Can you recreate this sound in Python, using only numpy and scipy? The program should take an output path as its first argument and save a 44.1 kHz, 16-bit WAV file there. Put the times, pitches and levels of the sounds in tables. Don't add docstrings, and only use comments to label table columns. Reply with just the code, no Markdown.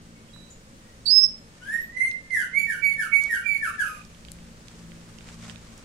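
import sys
import numpy as np
from scipy import signal
from scipy.fft import rfft, irfft, next_fast_len
from scipy.io import wavfile
from scipy.ndimage import map_coordinates

SR = 44100
rng = np.random.default_rng(int(sys.argv[2]) if len(sys.argv) > 2 else 0)


def undo_db(level):
    steps = np.asarray(level, float) / 20
    return 10 ** steps


def file_out(sig):
    cols = np.atleast_2d(sig).T
    lim = np.clip(cols, -1, 1)
    pcm = np.round(lim * 32767).astype(np.int16)
    wavfile.write(sys.argv[1], SR, pcm)


N = 257544


def unit(x):
    return x / np.sqrt(np.mean(x ** 2) + 1e-20)


def along(points, hz):
    f, v = np.transpose(points)
    return np.interp(np.log(hz + 1), np.log(f + 1), v)


def wobble(rate, size=N):
    knots = rng.standard_normal(int(size * rate / SR) + 4)
    return map_coordinates(knots, [np.arange(size) * rate / SR])


def filtered(x, response):
    m = next_fast_len(N + SR // 2)
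    return irfft(rfft(x, m) * response(np.fft.rfftfreq(m, 1 / SR)), m)[..., :N]


def sides(lean_db):
    return undo_db(np.array([np.minimum(lean_db, 0), np.minimum(-lean_db, 0)]))


def rush(spectrum, alike):
    def middle_and_side(hz):
        turn = np.arccos(np.clip(along(alike, hz), -1, 1)) / 2
        return undo_db(along(spectrum, hz)) * [np.cos(turn), np.sin(turn)]
    mid, side = filtered(rng.standard_normal((2, N)), middle_and_side)
    return unit(np.array([mid + side, mid - side]))


# f/Hz, decay by 60 dB t/s
YARD_DECAY = [(1000, 0.16), (2500, 0.51), (5500, 0.33), (12000, 0.22)]


def walls(x, delay_s):
    hz, t, z = signal.stft(rng.standard_normal((2, SR * 3 // 4)), SR, nperseg=256)
    decay = undo_db(-60 * t / along(YARD_DECAY, hz)[:, None])
    tail = signal.istft(z * decay, SR, nperseg=256)[1]
    tail = tail / np.linalg.norm(tail[0])
    tail = np.pad(tail, ((0, 0), (round(delay_s * SR), 0)))
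    return signal.fftconvolve(np.atleast_2d(x), tail, axes=1)[:, :N]


def glides(events, shape):
    when, glide, under_db = np.transpose(shape)
    return [np.transpose([start + when * length, f0 + glide * (f1 - f0), peak_db + under_db])
            for start, length, f0, f1, peak_db in events]


HOARSE_S = 0.11
BRIGHTENS = 0.26
PINCHED = 0.41


def syrinx(notes, beak, drift, flutter_db, breath_db, rasp, hoarse_db):
    out = np.zeros(N)
    for points in notes:
        s, hz, db = np.transpose(points)
        at = np.arange(round(s[0] * SR), round(s[-1] * SR))
        size = len(at)
        note_db = np.interp(at / SR, s, db)
        pitch = np.interp(at / SR, s, hz) * (1 + drift * wobble(87.6, size))
        phase = 2 * np.pi * np.cumsum(pitch) / SR

        k = np.arange(2, 13)[:, None]
        effort_db = np.where(k > 2, BRIGHTENS, -PINCHED) * (note_db - db.max())
        overtone_gain = undo_db(along(beak, k * pitch) + effort_db) * (k * pitch < 15800)
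        overtones = (overtone_gain * np.sin(k * phase)).sum(0)

        hoarse = undo_db(hoarse_db * np.exp(-(at / SR - s[0]) / HOARSE_S))
        turbulence = wobble(700, size) + 0.54 * wobble(4000, size)
        overtones *= 1 + rasp * hoarse * turbulence
        halo = hoarse * undo_db(breath_db) * wobble(2400, size)

        level = undo_db(note_db + 5.0 + flutter_db * wobble(96.8, size))
        fade = signal.windows.tukey(size, .08)
        out[at] += level * fade * ((1 + halo) * np.sin(phase) + overtones)
    return out


# t/share of length, f/share of glide, level/dB under the peak
RISE_SHAPE = [(0, 0, -25.5), (0.331, .45, -9.5), (.62, .9, -0.5), (.85, 1, -4.5), (1, 1.2, -36.5)]
SLIDE_SHAPE = [(0, 0.0047, -11), (.24, .14, 2), (0.499, .62, -0.5), (.85, .97, -4.5), (1, 1, -21)]
HOLD_SHAPE = [(0, 0, -23), (.2, .15, -4), (.57, .4, -7.5), (.82, .7, -12.5), (1, 0.76, -17.5)]
# start t/s, length t/s, from f/Hz, to f/Hz, peak level/dB
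RISES = [
    (1.605, .205, 1415, 1899, -25.5),
    (1.92, 0.17, 1963, 2110, -22),
    (2.51, .1, 1990, 2290, -21.5),
]
SLIDES = [(2.30, 0.16, 2130, 1398, -26), (2.67, .1, 1890, 1405, -26), (2.975, 0.11, 1826, 1250, -26.5),
          (3.29, 0.1, 1940, 1397, -23.5), (3.61, .1, 1841, 1131, -26), (3.78, .07, 1747, 1342, -24.5)]
HOLDS = [(2.585, 0.0822, 2303, 2194, -24), (2.815, 0.13, 2296, 2166, -18.5), (3.115, 0.12, 2245, 2229, -18),
         (3.435, .15, 2375, 2167, -19.5)]
LAST_NOTE = [(3.825, .16, 1290, 1173, -27.5)]
# f/Hz, level/dB
FAR_BEAK = [(2400, -18.5), (3000, -20.5), (3600, -36.5), (4500, -30), (6000, -24.5), (9000, -26.5),
            (11000, -17), (11900, -34), (12500, -46), (14600, -41), (15800, -32)]
# f/Hz, left minus right level/dB
FAR_ECHO_LEAN = [(1200, 16.5), (1700, -12), (2000, 1.5), (2250, -12), (4000, -24), (10000, 3.5)]
# f/Hz, left level/dB, right level/dB
FAR_DIRECT = [(1250, -25.5, -12.5), (1780, 1.5, -19.5), (1760, -7.5, -8.5), (2244, -17, 6),
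              (2530, -33, -1.5), (10300, -16, -12)]


def far_bird():
    whistles = syrinx(glides(RISES, RISE_SHAPE) + glides(HOLDS, HOLD_SHAPE), FAR_BEAK, drift=0.004,
                      flutter_db=3.0, breath_db=-25.5, rasp=0.4, hoarse_db=-3.5)
    rough = syrinx(glides(SLIDES, SLIDE_SHAPE) + glides(LAST_NOTE, HOLD_SHAPE), FAR_BEAK, drift=0.0042,
                   flutter_db=2.5, breath_db=-30.5, rasp=0.65, hoarse_db=-1.5)
    song = whistles + rough
    shimmer = undo_db(1.42 * np.array([wobble(40), wobble(40)]))
    echoes = undo_db(-1.5) * shimmer * walls(song, .004)
    echoes = filtered(echoes, lambda hz: sides(along(FAR_ECHO_LEAN, hz)))
    paths = np.array(FAR_DIRECT)
    direct = filtered(song, lambda hz: undo_db([along(paths[:, [0, side]], hz) for side in (1, 2)]))
    return direct + echoes


# t/s, f/Hz, level/dB
NEAR_WHISTLE = [
    [(1.052, 4310, -35.5), (1.07, 4600, -18.5), (1.095, 4646, -18), (1.113, 5034, -13.5),
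     (1.17, 5234, -11.5), (1.205, 5106, -17), (1.24, 5344, -11), (1.258, 5300, -20), (1.27, 4950, -9)],
    [(1.064, 4045, -26), (1.072, 3930, -31), (1.09, 4360, -29), (1.112, 4305, -24), (1.122, 4440, -42.5)],
]
# start t/s, length t/s, from f/Hz, to f/Hz, peak level/dB
SOFT_NOTES = [
    (.33, .23, 3800, 3920, -47.5),
    (.285, 0.053, 2400, 3350, -53.5),
]
# t/share of length, f/share of glide, level/dB under the peak
FADE_SHAPE = [(0, 0, 3), (.1, 1, -5), (.6, .9, -9), (1, 0.96, -18)]
# f/Hz, level/dB
NEAR_BEAK = [(8000, -25), (10500, -45), (13000, -34), (15500, -40)]
# f/Hz, left minus right level/dB
NEAR_LEAN = [(3800, -29), (5200, -30.5), (10000, -13), (15500, -18.5)]
# f/Hz, level/dB
NEAR_SCATTER = [(5500, 0.5), (8000, 16.5), (15000, 10)]


def near_bird():
    call = syrinx(NEAR_WHISTLE + glides(SOFT_NOTES, FADE_SHAPE), NEAR_BEAK, drift=0.0067,
                  flutter_db=1.8, breath_db=-39.5, rasp=0.18, hoarse_db=19.5)
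    direct = filtered(call, lambda hz: sides(along(NEAR_LEAN, hz)))
    scattered = filtered(call, lambda hz: undo_db(along(NEAR_SCATTER, hz)))
    return direct + undo_db([[-21], [-19]]) * walls(scattered, .012)


# t/s, peak level/dB, centre f/Hz, left minus right level/dB
TICKS = [(0.362, -46.5, 1470, -3), (2.1131, -32.5, 4080, -29.5), (2.1323, -48, 10400, -3),
         (2.307, -43, 4370, -17), (2.699, -52, 10300, -5), (3.238, -26.5, 7900, -4),
         (4.0507, -39.5, 5430, -21), (4.1476, -39.5, 3520, -21), (4.2084, -47, 5800, -13),
         (4.225, -83, 2796, -9), (4.2502, -36, 3560, -24), (4.285, -35, 3100, -30),
         (4.3177, -27.5, 8300, 11), (4.387, -45, 2860, -17), (4.6832, -35.5, 4200, -25),
         (4.9186, -38, 2820, -21), (5.1862, -34.5, 4500, -18), (5.208, -38, 3040, -34),
         (5.288, -36, 3303, -26), (5.3368, -57, 6760, -7), (5.3594, -54, 3180, -9), (5.41, -52, 3410, -11),
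         (5.4394, -49, 4430, -10), (5.4972, -28.5, 2900, -23), (5.5585, -34, 2970, -24),
         (5.778, -41.5, 7600, -6)]


def ticks():
    out = np.zeros((2, N + SR))
    t = np.arange(SR // 50) / SR
    for s, db, hz, lean_db in TICKS:
        crack = undo_db(-60 * t / .007) * rng.standard_normal(len(t))
        band = [0.58 * hz, min(1.24 * hz, 15000)]
        ring = signal.sosfilt(signal.butter(2, band, "bandpass", fs=SR, output="sos"), crack)
        ring = ring / np.abs(ring).max()
        out[:, round(s * SR):][:, :len(t)] += undo_db(db + 5.0) * sides(lean_db)[:, None] * ring
    return out[:, :N]


# t/s, half length t/s, level/dB
RUSTLES = [(1.524, 0.044, -75), (1.675, 0.074, -61), (3.247, 0.03, -51.5), (3.967, 0.098, -62),
           (4.728, 0.034, -68), (5.296, 0.022, -58), (5.341, 0.011, -58.5), (5.435, 0.021, -54),
           (5.507, 0.017, -56.5)]
# f/Hz, level/dB per Hz
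LEAF_COLOUR = [(410, -4), (700, -6), (1340, -4), (2510, -6.5), (2940, -9), (7710, -9), (13500, -35.5),
               (15800, -48)]
BRUSH_FALL_DB = 2.5
FIDGET_FROM_S, FIDGET_DB, FIDGET_DB_PER_S = 4.1, -67, 5


def rustles():
    clock = np.arange(N) / SR
    effort = sum(undo_db(db - BRUSH_FALL_DB * ((clock - s) / half) ** 2) for s, half, db in RUSTLES)
    since = clock - FIDGET_FROM_S
    effort = effort + (since > 0) * undo_db(FIDGET_DB + FIDGET_DB_PER_S * since)
    spikes = undo_db(1.6 * wobble(60) + 2.2 * wobble(500))
    grains = unit(spikes * rush(LEAF_COLOUR, [(1000, .5), (8000, 0.122)]))
    return undo_db(4.5) * effort * grains


def hands():
    snaps = ticks()
    return snaps + walls(snaps, 0.004) / 4 + rustles()


PASS_S = 6.17


def nearness():
    return -20 * np.log10(np.maximum(1 - np.arange(N) / SR / PASS_S, .02))


# t/s, level/dB
ENGINE_LOAD = [(0, -48.5), (1.19, -51.5), (3.8, -52), (4.0, -52), (4.3, -46.5), (5.2, -45), (5.5, -42.5),
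               (5.84, -48)]
# f/multiple of the firing rate, level/dB
EXHAUST_ORDERS = [(.5, -11), (1, -5), (1.5, -16), (2, -4.5), (3, 0), (4, -2.5), (5, -18.5), (6, -16)]
# f/Hz, likeness 0-1
LIKENESS = [(25, 0.74), (125, 1), (300, 1), (600, 1), (1200, 0.44), (4000, 0.032)]
FIRING_HZ = 56.3
RUMBLE_DB, RUMBLE_GROWS = -63, 0.82


def engine():
    drone_db = np.interp(np.arange(N) / SR, *np.transpose(ENGINE_LOAD))
    phase = 2 * np.pi * FIRING_HZ * np.arange(N) / SR
    lines = sum(undo_db(db + 3.1 * wobble(7.1)) * np.sin(k * phase + 1.07 * wobble(8))
                for k, db in EXHAUST_ORDERS)
    drone = undo_db(drone_db - 3.0) * unit(lines) * undo_db(0) * 1.0
    drone = drone * undo_db([[.7], [-.7]])
    rumble = rush([(15, -20.5), (32, 4.5), (60, 1), (110, -3), (200, -48.5)], LIKENESS)
    rumble_db = RUMBLE_DB + RUMBLE_GROWS * nearness() + 3.1 * wobble(0.5)
    return drone + undo_db(rumble_db - 8.5) * rumble


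# start t/s, length t/s, from f/Hz, to f/Hz, peak level/dB
DISTANT_CALLS = [
    (.13, .12, 2250, 2000, -60),
    (.8, .14, 1850, 2000, -63.5),
    (.492, 0.027, 7500, 6100, -47),
    (1.8, .03, 12000, 16000, -44),
    (1.8, 0.011, 4700, 5500, -60),
]


def distant_birds():
    calls = syrinx(glides(DISTANT_CALLS, HOLD_SHAPE), [(3000, -43)], drift=.012,
                   flutter_db=5.5, breath_db=-6, rasp=0.35, hoarse_db=-1)
    return walls(calls, 0.0026)


# f/Hz, level/dB per Hz
AIR_COLOUR = [(20, -5.5), (110, -9.5), (220, -8.5), (365, -17.5), (540, -14.5), (700, -22), (1500, -22.5),
              (3500, -27.5), (7000, -28), (9200, -30), (10200, -37), (15800, -44.5)]
AIR_DB, AIR_GROWS = -51, 0.068


def town_air():
    air_db = AIR_DB + AIR_GROWS * nearness() + wobble(3.0) / 2
    return undo_db(air_db) * rush(AIR_COLOUR, LIKENESS)


def scene():
    birds = far_bird() + near_bird() + distant_birds()
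    town = engine() + town_air()
    town[0] = np.roll(town[0], 14)
    return birds + town + hands()


# f/Hz, margin level/dB over its quiet level, share of loudness
THRIFT = [(2500, -30, 0), (5040, -5, .03), (8500, -2, .08), (9800, -1.3, .1), (11400, -1, .2),
          (12000, -1.2, 0.8), (13600, -1.3, .6), (14650, -1.3, 0.45), (15300, .5, .9)]


def thrifty(x, near_db, above_db, below_db):
    hz, _, z = signal.stft(x, SR, "cosine", nperseg=2048)
    bands = z[:, :-1].reshape(2, 128, 8, -1)
    level = 10 * np.log10(np.mean(np.abs(bands) ** 2, axis=(0, 2))[None] + 1e-16)
    loud = level[:, 6:].max(axis=1, keepdims=True)
    loud = np.maximum(loud - np.median(loud) - 6, 0)
    centre, rule = hz[4::8], np.array(THRIFT)
    margin, share = [along(rule[:, [0, col]], centre)[:, None] for col in (1, 2)]
    faint = np.percentile(level, 30, axis=2, keepdims=True) + margin + share * loud
    apart = np.arange(128)[:, None] - np.arange(128)
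    skirt = near_db + np.where(apart > 0, above_db * apart, -below_db * apart)
    hidden = (level[:, None] - skirt[None, :, :, None]).max(axis=2)
    z[:, :-1] *= np.repeat(level > np.maximum(faint, hidden), 8, axis=1)
    return signal.istft(z, SR, "cosine", nperseg=2048)[1][:, :N]


def roll_off(x):
    return signal.sosfilt(signal.butter(12, 16390, fs=SR, output="sos"), x)


def record(dry):
    heard = filtered(dry, lambda hz: hz < 15830)
    phone = thrifty(heard, near_db=42.5, above_db=0.65, below_db=7)
    return roll_off(phone)


dry = scene()
out = record(dry)
file_out(out)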